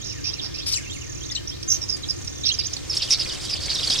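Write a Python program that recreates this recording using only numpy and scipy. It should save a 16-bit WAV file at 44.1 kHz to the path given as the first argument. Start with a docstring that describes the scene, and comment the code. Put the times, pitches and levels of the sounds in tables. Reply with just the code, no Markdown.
"""Outdoors among bushes, a flock of small birds gathers: gliding whistles, raspy chirps, a distant
warble and one bird's fast, even trill. The first calls come mostly from the right; then more and
more birds chatter straight ahead, beat their wings and brush leaves and twigs. Bushes and trees
scatter the sound. Underneath lie a low rumble, a hiss of leaves and a faint steady hum."""
import sys
import numpy as np
from scipy import signal
from scipy.fft import rfft, irfft, next_fast_len
from scipy.io import wavfile
from scipy.ndimage import map_coordinates

SR = 44100
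rng = np.random.default_rng(int(sys.argv[2]) if len(sys.argv) > 2 else 0)


def log_audio(samples):
    """Write samples as a 16-bit WAV file to the path given in sys.argv[1]."""
    # one column per channel
    frames = np.atleast_2d(samples).T
    # limit to full scale, then quantise
    limited = np.clip(frames, -1, 1)
    pcm = np.round(limited * 32767).astype(np.int16)
    wavfile.write(sys.argv[1], SR, pcm)


N = 176400  # 4 seconds


def whistle(length_s, pitches_hz, hoarse_db):
    """One bird note: a tone bends through three pitches, and noise around it makes it hoarse."""
    u = progress(length_s)
    glide_hz = np.polyval(np.polyfit([0, .5, 1], pitches_hz, 2), u)
    hz = glide_hz * (1 + 0.011 * wander(695, len(u)))
    phase = phase_of(hz)
    octave_gain = undb(-27.5) / (1 + (2 * hz / 14900) ** 10)  # fades above 14900 Hz
    flicker = undb(3 * wander(321, len(u)))
    voice = np.sin(phase) + undb(hoarse_db) * hiss_around(phase) + octave_gain * hiss_around(2 * phase)
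    return unit(voice * flicker * swell(u, attack=0.17, release=0.09))


# Single whistled notes: start_s, length_s, start_hz, middle_hz, end_hz, level_db, place
WHISTLE_NOTES = [(0.382, 0.023, 4300, 3920, 2880, -30.5, "right"),
                 (0.726, 0.018, 6490, 4980, 3880, -21, "left"),
                 (0.739, 0.039, 7800, 6530, 4760, -26.5, "left"),
                 (0.765, 0.021, 8300, 7600, 6550, -31.5, "left"),
                 (0.891, 0.082, 7200, 7340, 6310, -46.5, "right"),
                 (0.912, 0.049, 10900, 10160, 8200, -56, "right"),
                 (0.739, 0.048, 11400, 10200, 8300, -45, "left"),
                 (0.991, 0.038, 7060, 7200, 6550, -49, "right"),
                 (1.299, 0.012, 3400, 3720, 3800, -35, "left"),
                 (1.311, .012, 2130, 1940, 1900, -41.5, "left"),
                 (1.317, .011, 5600, 5050, 4300, -27, "left"),
                 (1.352, 0.016, 4330, 4090, 3580, -24.5, "left"),
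                 (1.343, 0.033, 7700, 7400, 7550, -39, "left"),
                 (1.365, 0.02, 2650, 3030, 2980, -34, "left"),
                 (1.474, 0.011, 5370, 5850, 6080, -28, "right"),
                 (1.492, 0.013, 4900, 5340, 5700, -30, "right"),
                 (1.686, 0.073, 12130, 12530, 12560, -45, "right"),
                 (1.676, 0.073, 6290, 6330, 6480, -23, "right"),
                 (1.699, 0.037, 5510, 5630, 5480, -19, "right"),
                 (1.816, 0.026, 5810, 5390, 5100, -29, "right"),
                 (1.89, 0.016, 4950, 5294, 4930, -22, "right"),
                 (1.903, 0.059, 5310, 5020, 4770, -28.5, "right"),
                 (2.031, 0.016, 4180, 3950, 3100, -30, "right"),
                 (2.086, 0.029, 5110, 5200, 4620, -23, "right"),
                 (2.321, 0.016, 3480, 3560, 3600, -48, "right"),
                 (2.364, 0.025, 3550, 3530, 3360, -44, "right"),
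                 (2.435, .015, 3580, 3850, 3170, -25.5, "right"),
                 (2.456, 0.02, 4790, 4490, 2930, -25, "right"),
                 (2.463, 0.03, 5550, 5510, 4580, -25.5, "right"),
                 (2.488, 0.016, 4400, 4086, 3800, -18.5, "right"),
                 (2.499, 0.023, 2650, 3024, 3280, -25, "right"),
                 (2.517, 0.039, 6420, 6300, 5560, -30, "right"),
                 (2.585, 0.031, 5065, 4846, 4530, -25.5, "right"),
                 (2.653, 0.02, 5310, 6050, 6470, -26.5, "right"),
                 (2.896, 0.029, 5400, 5230, 4400, -25, "ahead"),
                 (2.968, 0.0093, 5010, 5430, 5000, -22, "ahead"),
                 (3.016, 0.019, 5700, 4430, 3260, -25, "ahead"),
                 (3.144, 0.011, 4620, 4160, 3500, -26, "ahead"),
                 (3.194, 0.012, 4900, 5350, 4960, -25, "ahead"),
                 (3.29, 0.035, 4213, 3150, 2970, -35, "ahead"),
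                 (3.32, 0.01, 5320, 4890, 4330, -29, "ahead"),
                 (3.531, 0.013, 5200, 4990, 4600, -25.5, "ahead"),
                 (3.695, 0.011, 4450, 3940, 3770, -26, "ahead"),
                 (3.747, 0.0087, 5240, 5630, 5700, -25, "ahead"),
                 (3.755, .014, 4400, 3660, 3000, -27, "ahead"),
                 (3.784, 0.014, 3430, 3680, 3940, -26.5, "ahead"),
                 (3.871, 0.011, 4550, 4450, 4050, -22, "ahead"),
                 (3.898, 0.0083, 4380, 4230, 3900, -20.5, "ahead"),
                 (3.913, 0.019, 3020, 3320, 3470, -28, "ahead"),
                 (3.945, 0.02, 5190, 4000, 3260, -28, "ahead"),
                 (3.987, .009, 3570, 3750, 3880, -26, "ahead")]

def whistles():
    """Nearby birds give short, gliding, slightly hoarse whistles."""
    for start, length, *pitches, db, place in WHISTLE_NOTES:
        yield start, whistle(length, pitches, hoarse_db=-11), db, place


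# Raspy chirps: start_s, length_s, start_hz, end_hz, level_db, place
RASPY_CHIRPS = [(0.038, 0.1, 5320, 5380, -34.5, "right"), (0.239, 0.065, 5390, 5110, -26.5, "right"),
                (0.333, 0.011, 5230, 5420, -27.5, "right"), (0.412, 0.066, 5000, 5160, -31.5, "right"),
                (0.541, 0.025, 5170, 5310, -32, "right"), (0.58, 0.026, 5190, 5200, -31.5, "right"),
                (0.66, 0.048, 5100, 5210, -26, "left"), (.666, 0.035, 10800, 11300, -41, "left"),
                (.712, 0.025, 11400, 10960, -44, "left"), (.713, 0.041, 5400, 5050, -27, "left"),
                (1.349, 0.013, 5580, 5430, -28.5, "left"), (1.628, 0.0091, 5170, 5420, -29.5, "right"),
                (1.708, 0.064, 5960, 6000, -27, "right"), (1.811, 0.036, 5540, 5530, -34.5, "right"),
                (1.882, 0.0456, 5900, 5540, -32, "right"), (2.097, 0.012, 5730, 5580, -30, "right"),
                (2.274, 0.0096, 5270, 5600, -27.5, "right"), (2.449, 0.047, 5110, 5560, -23, "right"),
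                (2.54, 0.013, 5340, 5280, -27.5, "right"), (2.589, 0.015, 5100, 5325, -24.5, "right"),
                (2.631, 0.04, 4730, 5320, -31.5, "right"), (2.731, 0.013, 5200, 6330, -25.5, "right"),
                (2.765, 0.0072, 4400, 4130, -27, "right"), (2.928, 0.019, 5430, 4820, -27, "ahead"),
                (2.967, 0.012, 4855, 5170, -25.5, "ahead"), (3.017, 0.029, 5180, 4780, -26, "ahead"),
                (3.104, 0.038, 5420, 5210, -16, "ahead"), (3.127, 0.023, 4670, 4450, -27, "ahead"),
                (3.193, 0.032, 5040, 4910, -25, "ahead"), (3.277, 0.046, 4720, 4820, -36, "ahead"),
                (3.432, .035, 4680, 4530, -39, "ahead"), (3.491, 0.059, 5200, 4990, -30, "ahead"),
                (3.627, 0.036, 4460, 4740, -33, "ahead"), (3.69, 0.048, 4630, 4480, -26.5, "ahead"),
                (3.746, 0.014, 5110, 5010, -28.5, "ahead"), (3.831, 0.023, 4980, 4840, -25, "ahead"),
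                (3.899, 0.05, 5235, 5050, -23, "ahead"), (3.977, 0.022, 5020, 5120, -25.5, "ahead")]

def rasps(buzz_hz=175.6, low_voice_ratio=.73):
    """Chirps buzz as pitch and level flutter fast; a second, lower voice sounds along."""
    for start, length, start_hz, end_hz, db, place in RASPY_CHIRPS:
        u = progress(length)
        buzz = np.sin(phase_of(buzz_hz * (1 + 0.184 * wander(109, len(u)))))
        arch = 0.0412 * (np.sin(np.pi * u) - .5)  # the pitch lifts in mid-note
        glide_hz = np.interp(u, [0, 1], [start_hz, end_hz])
        phase = phase_of(glide_hz * (1 + 0.052 * buzz + arch))
        bands = [(1, 4.5), (2, -25), (.5, -14), (low_voice_ratio, -8)]  # pitch_ratio, level_db
        hiss = sum(undb(band_db) * hiss_around(ratio * phase) for ratio, band_db in bands)
        loudness = (1 + 0.047 * buzz) * swell(u, attack=0.17, release=0.12)
        yield start, unit((np.sin(phase) + hiss) * loudness), db, place


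# The warbler's notes, by name: length_s, start_hz, middle_hz, end_hz
WARBLE_SHAPES = {"rise": (.05, 3050, 3550, 4650), "fall": (.05, 3080, 2700, 1920),
                 "tail": (0.055, 1880, 1800, 1540), "lift": (.045, 2300, 2620, 2750)}
# Its song: start_s, note_name, level_db
WARBLE_SONG = [(0, "rise", -43.5), (0.096, "fall", -45.5), (.15, "tail", -48.5), (0.166, "fall", -52),
               (.243, "lift", -41), (.292, "rise", -41), (.335, "fall", -46.5), (.37, "lift", -58),
               (0.453, "tail", -51), (.54, "lift", -45), (.592, "rise", -38), (.672, "fall", -49),
               (.742, "fall", -35.5), (0.764, "tail", -48), (.775, "fall", -47), (0.823, "fall", -46),
               (0.847, "lift", -43), (0.891, "rise", -37.5), (.93, "fall", -43.5), (1.004, "fall", -43.5),
               (1.069, "tail", -51), (1.153, "lift", -52.5), (1.208, "rise", -41), (1.366, "tail", -51.5),
               (1.507, "rise", -42)]

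def warble():
    """A distant bird strings four kinds of lower, clearer notes into a song."""
    for start, note, db in WARBLE_SONG:
        length, *pitches = WARBLE_SHAPES[note]
        yield start, whistle(length, pitches, hoarse_db=-26), db, "right"


# Runs of the trill: start_s, end_s, first_level_db, last_level_db
TRILL_RUNS = [(0.014, .617, -36.5, -60), (0.82, 1.32, -42, -35.5), (1.827, 1.97, -46, -42),
              (2.023, 2.436, -44, -37), (2.77, 2.91, -51, -42)]

def trill(notes_per_s=36.8):
    """One bird repeats a tiny falling note, fast and evenly."""
    for start, end, first_db, last_db in TRILL_RUNS:
        for at in np.arange(start, end, 1 / notes_per_s):
            note = whistle(length_s=0.01334, pitches_hz=(6810, 6450, 5450), hoarse_db=-20)
            db = np.interp(at, [start, end], [first_db, last_db]) + rng.standard_normal()
            yield at, note, db, "right"


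def birds():
    """All the single calls, with the echo that the surrounding trees return."""
    direct, to_trees = np.zeros((2, 2, N))
    for start, sound, db, place in [*whistles(), *rasps(), *warble(), *trill()]:
        add(direct, start, sound, db, *DIRECTIONS[place])
        add(to_trees, start, sound, 0.53 * db, 0, 0)  # faint birds are far, so more of them is echo
    return direct + scatter(to_trees, fade_s=0.24, level_db=-27.5)


# How loud the flock chatters: time_s, level_db
CHATTER_LEVELS = [(0, -57), (.75, -45), (1.1, -64), (1.6, -49.5), (2.4, -66), (2.6, -39.5), (2.85, -48.5),
                  (3.0, -34), (3.28, -32), (3.39, -40), (3.5, -31.5), (3.6, -35), (3.85, -29.5), (4, -29)]

def chatter(count=1000, typical_hz=4422):
    """Many farther birds give short, hoarse, mostly falling chips at random."""
    out = np.zeros((2, N))
    for k, (jitter, pitch, loud, long, fall, side) in enumerate(rng.standard_normal((count, 6))):
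        hz = typical_hz * np.exp(0.24 * min(pitch, np.tanh(pitch) * 1.4))  # tanh limits the highest
        glide = np.exp(0.0574 * (1.516 + fall))
        chip = whistle(.009 * np.exp(long / 2), [hz * glide, hz, hz / glide], hoarse_db=-2)
        start = (k + jitter) / count * N / SR
        add(out, start, chip, db=2 * loud, pan_db=-2.5 + 3 * side, lag_s=FLOCK_LAG_S * side)
    return unit(out) * curve(CHATTER_LEVELS)


# Wings brushing leaves: start_s, length_s, level_db, place
LEAF_BRUSHES = [(0.659, 0.042, -30, "left"), (0.695, 0.07, -31.5, "left"), (2.943, 0.045, -33, "ahead"),
                (3.029, 0.029, -33, "ahead"), (3.082, 0.066, -31, "ahead"), (3.2, 0.044, -40, "ahead"),
                (3.28, 0.023, -43, "ahead"), (3.322, 0.04, -37.5, "ahead"), (3.404, 0.071, -35, "ahead"),
                (3.485, 0.035, -35, "ahead"), (3.62, .022, -38, "ahead"), (3.648, 0.033, -38.5, "ahead"),
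                (3.728, 0.041, -41, "ahead"), (3.82, 0.079, -34.5, "ahead"), (3.89, 0.097, -33.5, "ahead")]
# Their bright tone: frequency_hz, level_db
BRUSH_TONE = [(700, -9), (2000, -7), (5000, 10), (7500, 4.5), (10800, -4), (12300, -18), (16000, -21)]
# Soft rustles: start_s, length_s, level_db
LEAF_RUSTLES = [(0.261, 0.11, -51.5), (0.389, 0.12, -49), (1.657, 0.37, -57)]
# Their dull tone: frequency_hz, level_db
RUSTLE_TONE = [(150, 5), (450, -2), (1250, -2), (2000, -10), (8000, -35)]

def leaves(crackles_per_s=450):
    """Leaves crackle where wings brush through them, and at times rustle softly."""
    out = np.zeros((2, N))
    crackle = unit(noise(BRUSH_TONE) * undb(3 * wander(crackles_per_s)))
    for start, length, db, place in LEAF_BRUSHES:
        u = progress(length)
        burst = crackle[int(start * SR):][:len(u)]
        add(out, start, burst * swell(u, attack=0.37, release=0.25), db, *DIRECTIONS[place])
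    for start, length, db in LEAF_RUSTLES:
        u = progress(length)
        rustle = unit(noise(RUSTLE_TONE, len(u)) * undb(2.2 * wander(76, len(u))))
        add(out, start, rustle * swell(u, attack=0.18, release=0.3), db, *DIRECTIONS["ahead"])
    return out


# Wings hitting twigs: start_s, level_db
TWIG_HITS = [(1.63, -39.5), (1.968, -33.5), (2.107, -39), (2.179, -41), (2.215, -41), (2.247, -36),
             (2.727, -38), (2.767, -35.5), (2.948, -32), (2.976, -32), (3.048, -37), (3.752, -30),
             (3.873, -34), (3.901, -24.5)]
# The tone of a hit: frequency_hz, level_db
TWIG_TONE = [(300, 2.5), (1500, -6), (5000, 0.5), (9000, -0.5), (16000, -32)]

def twigs(decay_s=0.0059):
    """A wing strikes a twig with a dry snap that dies away at once."""
    out = np.zeros((2, N))
    t = np.arange(1024) / SR
    for start, db in TWIG_HITS:
        snap = noise(TWIG_TONE, len(t)) * np.exp(-t / decay_s)
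        add(out, start, snap, db, *DIRECTIONS["ahead"])
    return out


# How loud the wings are: time_s, level_db
WING_LEVELS = [(1.55, -54), (1.75, -47), (2.3, -49), (2.85, -47), (3.0, -41.5), (3.6, -39), (3.9, -35.5),
               (4, -35.5)]
# The tone of the feathers: frequency_hz, level_db
FEATHER_TONE = [(100, 11), (250, -1.5), (500, 5), (900, -2.5), (2000, 1), (4500, -3.5), (8000, 1),
                (11000, -12.5), (16000, -24)]

def wings(bird_count=5, flaps_per_s=15, swing_db=6):
    """Feathers swish with each uneven wingbeat of several birds."""
    out = np.zeros((2, N))
    for pan_db in np.linspace(-5, 3, bird_count):
        beat = np.sin(2 * np.pi * rng.random() + phase_of(flaps_per_s * (1 + 0.195 * wander(5))))
        swish = noise(FEATHER_TONE) * undb(swing_db * beat + 2 * wander(8.2) + 2 * wander(350))
        add(out, 0, swish, 0, pan_db, FLOCK_LAG_S * rng.standard_normal())
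    return unit(out) * curve(WING_LEVELS)


def scatter(sound, fade_s, level_db):
    """Leaves and stems bounce sound back as a soft echo that falls 60 dB in fade_s."""
    t = np.arange(SR // 2) / SR
    tails = rng.standard_normal((2, len(t))) * np.exp(-np.log(1000) * t / fade_s)
    echoes = [signal.fftconvolve(x, tail / np.linalg.norm(tail))[:N] for x, tail in zip(sound, tails)]
    return undb(level_db) * np.array(echoes)


# Rumble and leaf hiss, the same in both ears: frequency_hz, level_db
AIR_CENTRE_TONE = [(20, -27), (35, -3.5), (60, 3), (100, 3), (130, -8.5), (155, -8.5), (250, -13.5),
                   (400, -19.5), (520, -16.5), (750, -26.5), (1200, -22), (1600, -25.5), (3000, -23.5),
                   (6000, -19.5), (8000, -33.5), (16000, -42)]
# Rumble and leaf hiss, opposite in each ear so it sounds wide: frequency_hz, level_db
AIR_WIDE_TONE = [(20, 1), (55, -1.5), (100, -3.5), (150, -13.5), (230, -8), (400, -16), (700, -26.5),
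                 (1500, -28.5), (3000, -24), (6000, -20.5), (8000, -39), (16000, -51)]
# The thin tones of the hum: pitch_multiple, level_db
HUM_TONES = [(4, -69), (5, -71), (6, -61), (7, -63.5), (8, -61.5)]

def background(hum_hz=301.3, drone_hz=127.1):
    """Outdoor rumble and leaf hiss, a faint hum, a wavering drone and a wide whirr near 300 Hz."""
    t = np.arange(N) / SR
    hum = np.sqrt(2) * sum(undb(db) * np.sin(2 * np.pi * hum_hz * k * t) for k, db in HUM_TONES)
    drone_phase = phase_of(drone_hz * (1 + 0.0221 * wander(8.7)))
    drone = unit(np.sin(drone_phase) * undb(1.7 * wander(6)))
    centre = undb(-40.5) * noise(AIR_CENTRE_TONE) + hum + undb(-49.5) * drone
    whirr_tone = [(200, -53), (250, -12), (280, 6), (310, -4),  # frequency_hz, level_db
                  (340, 6), (390, -10), (470, -5.5), (620, -45)]
    wide = undb(-38.5) * noise(AIR_WIDE_TONE) + undb(-40.5) * noise(whirr_tone)
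    return np.array([centre + wide, centre - wide])


# Where a sound comes from, by place: left_minus_right_db, right_delay_s
DIRECTIONS = {"right": (-8, -0.00012), "left": (4.3, .00008), "ahead": (-2.3, -0.0000066)}
FLOCK_LAG_S = .00003  # spread of the left-right delay across the flock

def add(out, start, sound, db, pan_db, lag_s):
    """Mix a sound in at its start time, pan_db louder on the left and lag_s later on the right."""
    i = int(np.clip(start * SR, 0, N - 1))
    sound = sound[:N - i]
    n = next_fast_len(len(sound))
    delay = np.exp(-2j * np.pi * np.fft.rfftfreq(n, 1 / SR) * lag_s)
    right = irfft(rfft(sound, n) * delay, n)[:len(sound)]
    balance = unit(undb([[pan_db / 2], [-pan_db / 2]]))
    out[:, i:i + len(sound)] += undb(db) * balance * np.array([sound, right])


def undb(db):
    """Turn decibels into a gain."""
    return 10 ** (np.asarray(db) / 20)


def unit(x):
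    """Scale to an average (rms) level of 1."""
    return x / np.sqrt(np.mean(x ** 2) + 1e-18)


def curve(rows):
    """Gain over time from (time_s, level_db) points."""
    return undb(np.interp(np.arange(N) / SR, *np.array(rows).T))


def phase_of(hz):
    """The running angle of a tone whose pitch changes."""
    return 2 * np.pi * np.cumsum(hz) / SR


def noise(tone, n=N):
    """Noise of level 1, its lows and highs balanced by (frequency_hz, level_db) points."""
    hz, db = np.array(tone).T
    bins_hz = np.maximum(np.fft.rfftfreq(n, 1 / SR), 1)
    gains = undb(np.interp(np.log(bins_hz), np.log(hz), db))
    return unit(irfft(rfft(rng.standard_normal(n)) * gains, n))


def wander(per_s, n=N):
    """A smooth random wobble, about 1 in size, through per_s points a second."""
    points = rng.standard_normal(2048)
    position = np.arange(n) / SR * per_s
    return np.sqrt(2) * map_coordinates(points, [position], order=3, prefilter=False, mode="wrap")


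def hiss_around(phase, width_hz=1600):
    """A narrow band of noise that follows a tone."""
    a, b = (wander(width_hz, len(phase)) for _ in range(2))
    return (a * np.sin(phase) + b * np.cos(phase)) / np.sqrt(2)


def progress(length_s):
    """Run from 0 to 1 over a note (called u above)."""
    return np.linspace(0, 1, max(int(length_s * SR), 16))


def swell(u, attack, release):
    """Fade in, hold and fade out; attack and release are shares of the note's length."""
    return np.sin(np.pi / 2 * np.clip(np.minimum(u / attack, (1 - u) / release), 0, 1))


def scene():
    """The flock and its short echo from the bushes, over the background."""
    outdoors = background()
    flock = wings() + leaves() + twigs() + chatter() + birds()
    return flock + scatter(flock, fade_s=0.12, level_db=-8.5) + outdoors


def record(dry, top_hz=15850):
    """Cut away the very highest treble."""
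    return signal.sosfilt(signal.ellip(10, .2, 70, top_hz, fs=SR, output="sos"), dry)


dry = scene()
out = record(dry)
log_audio(out)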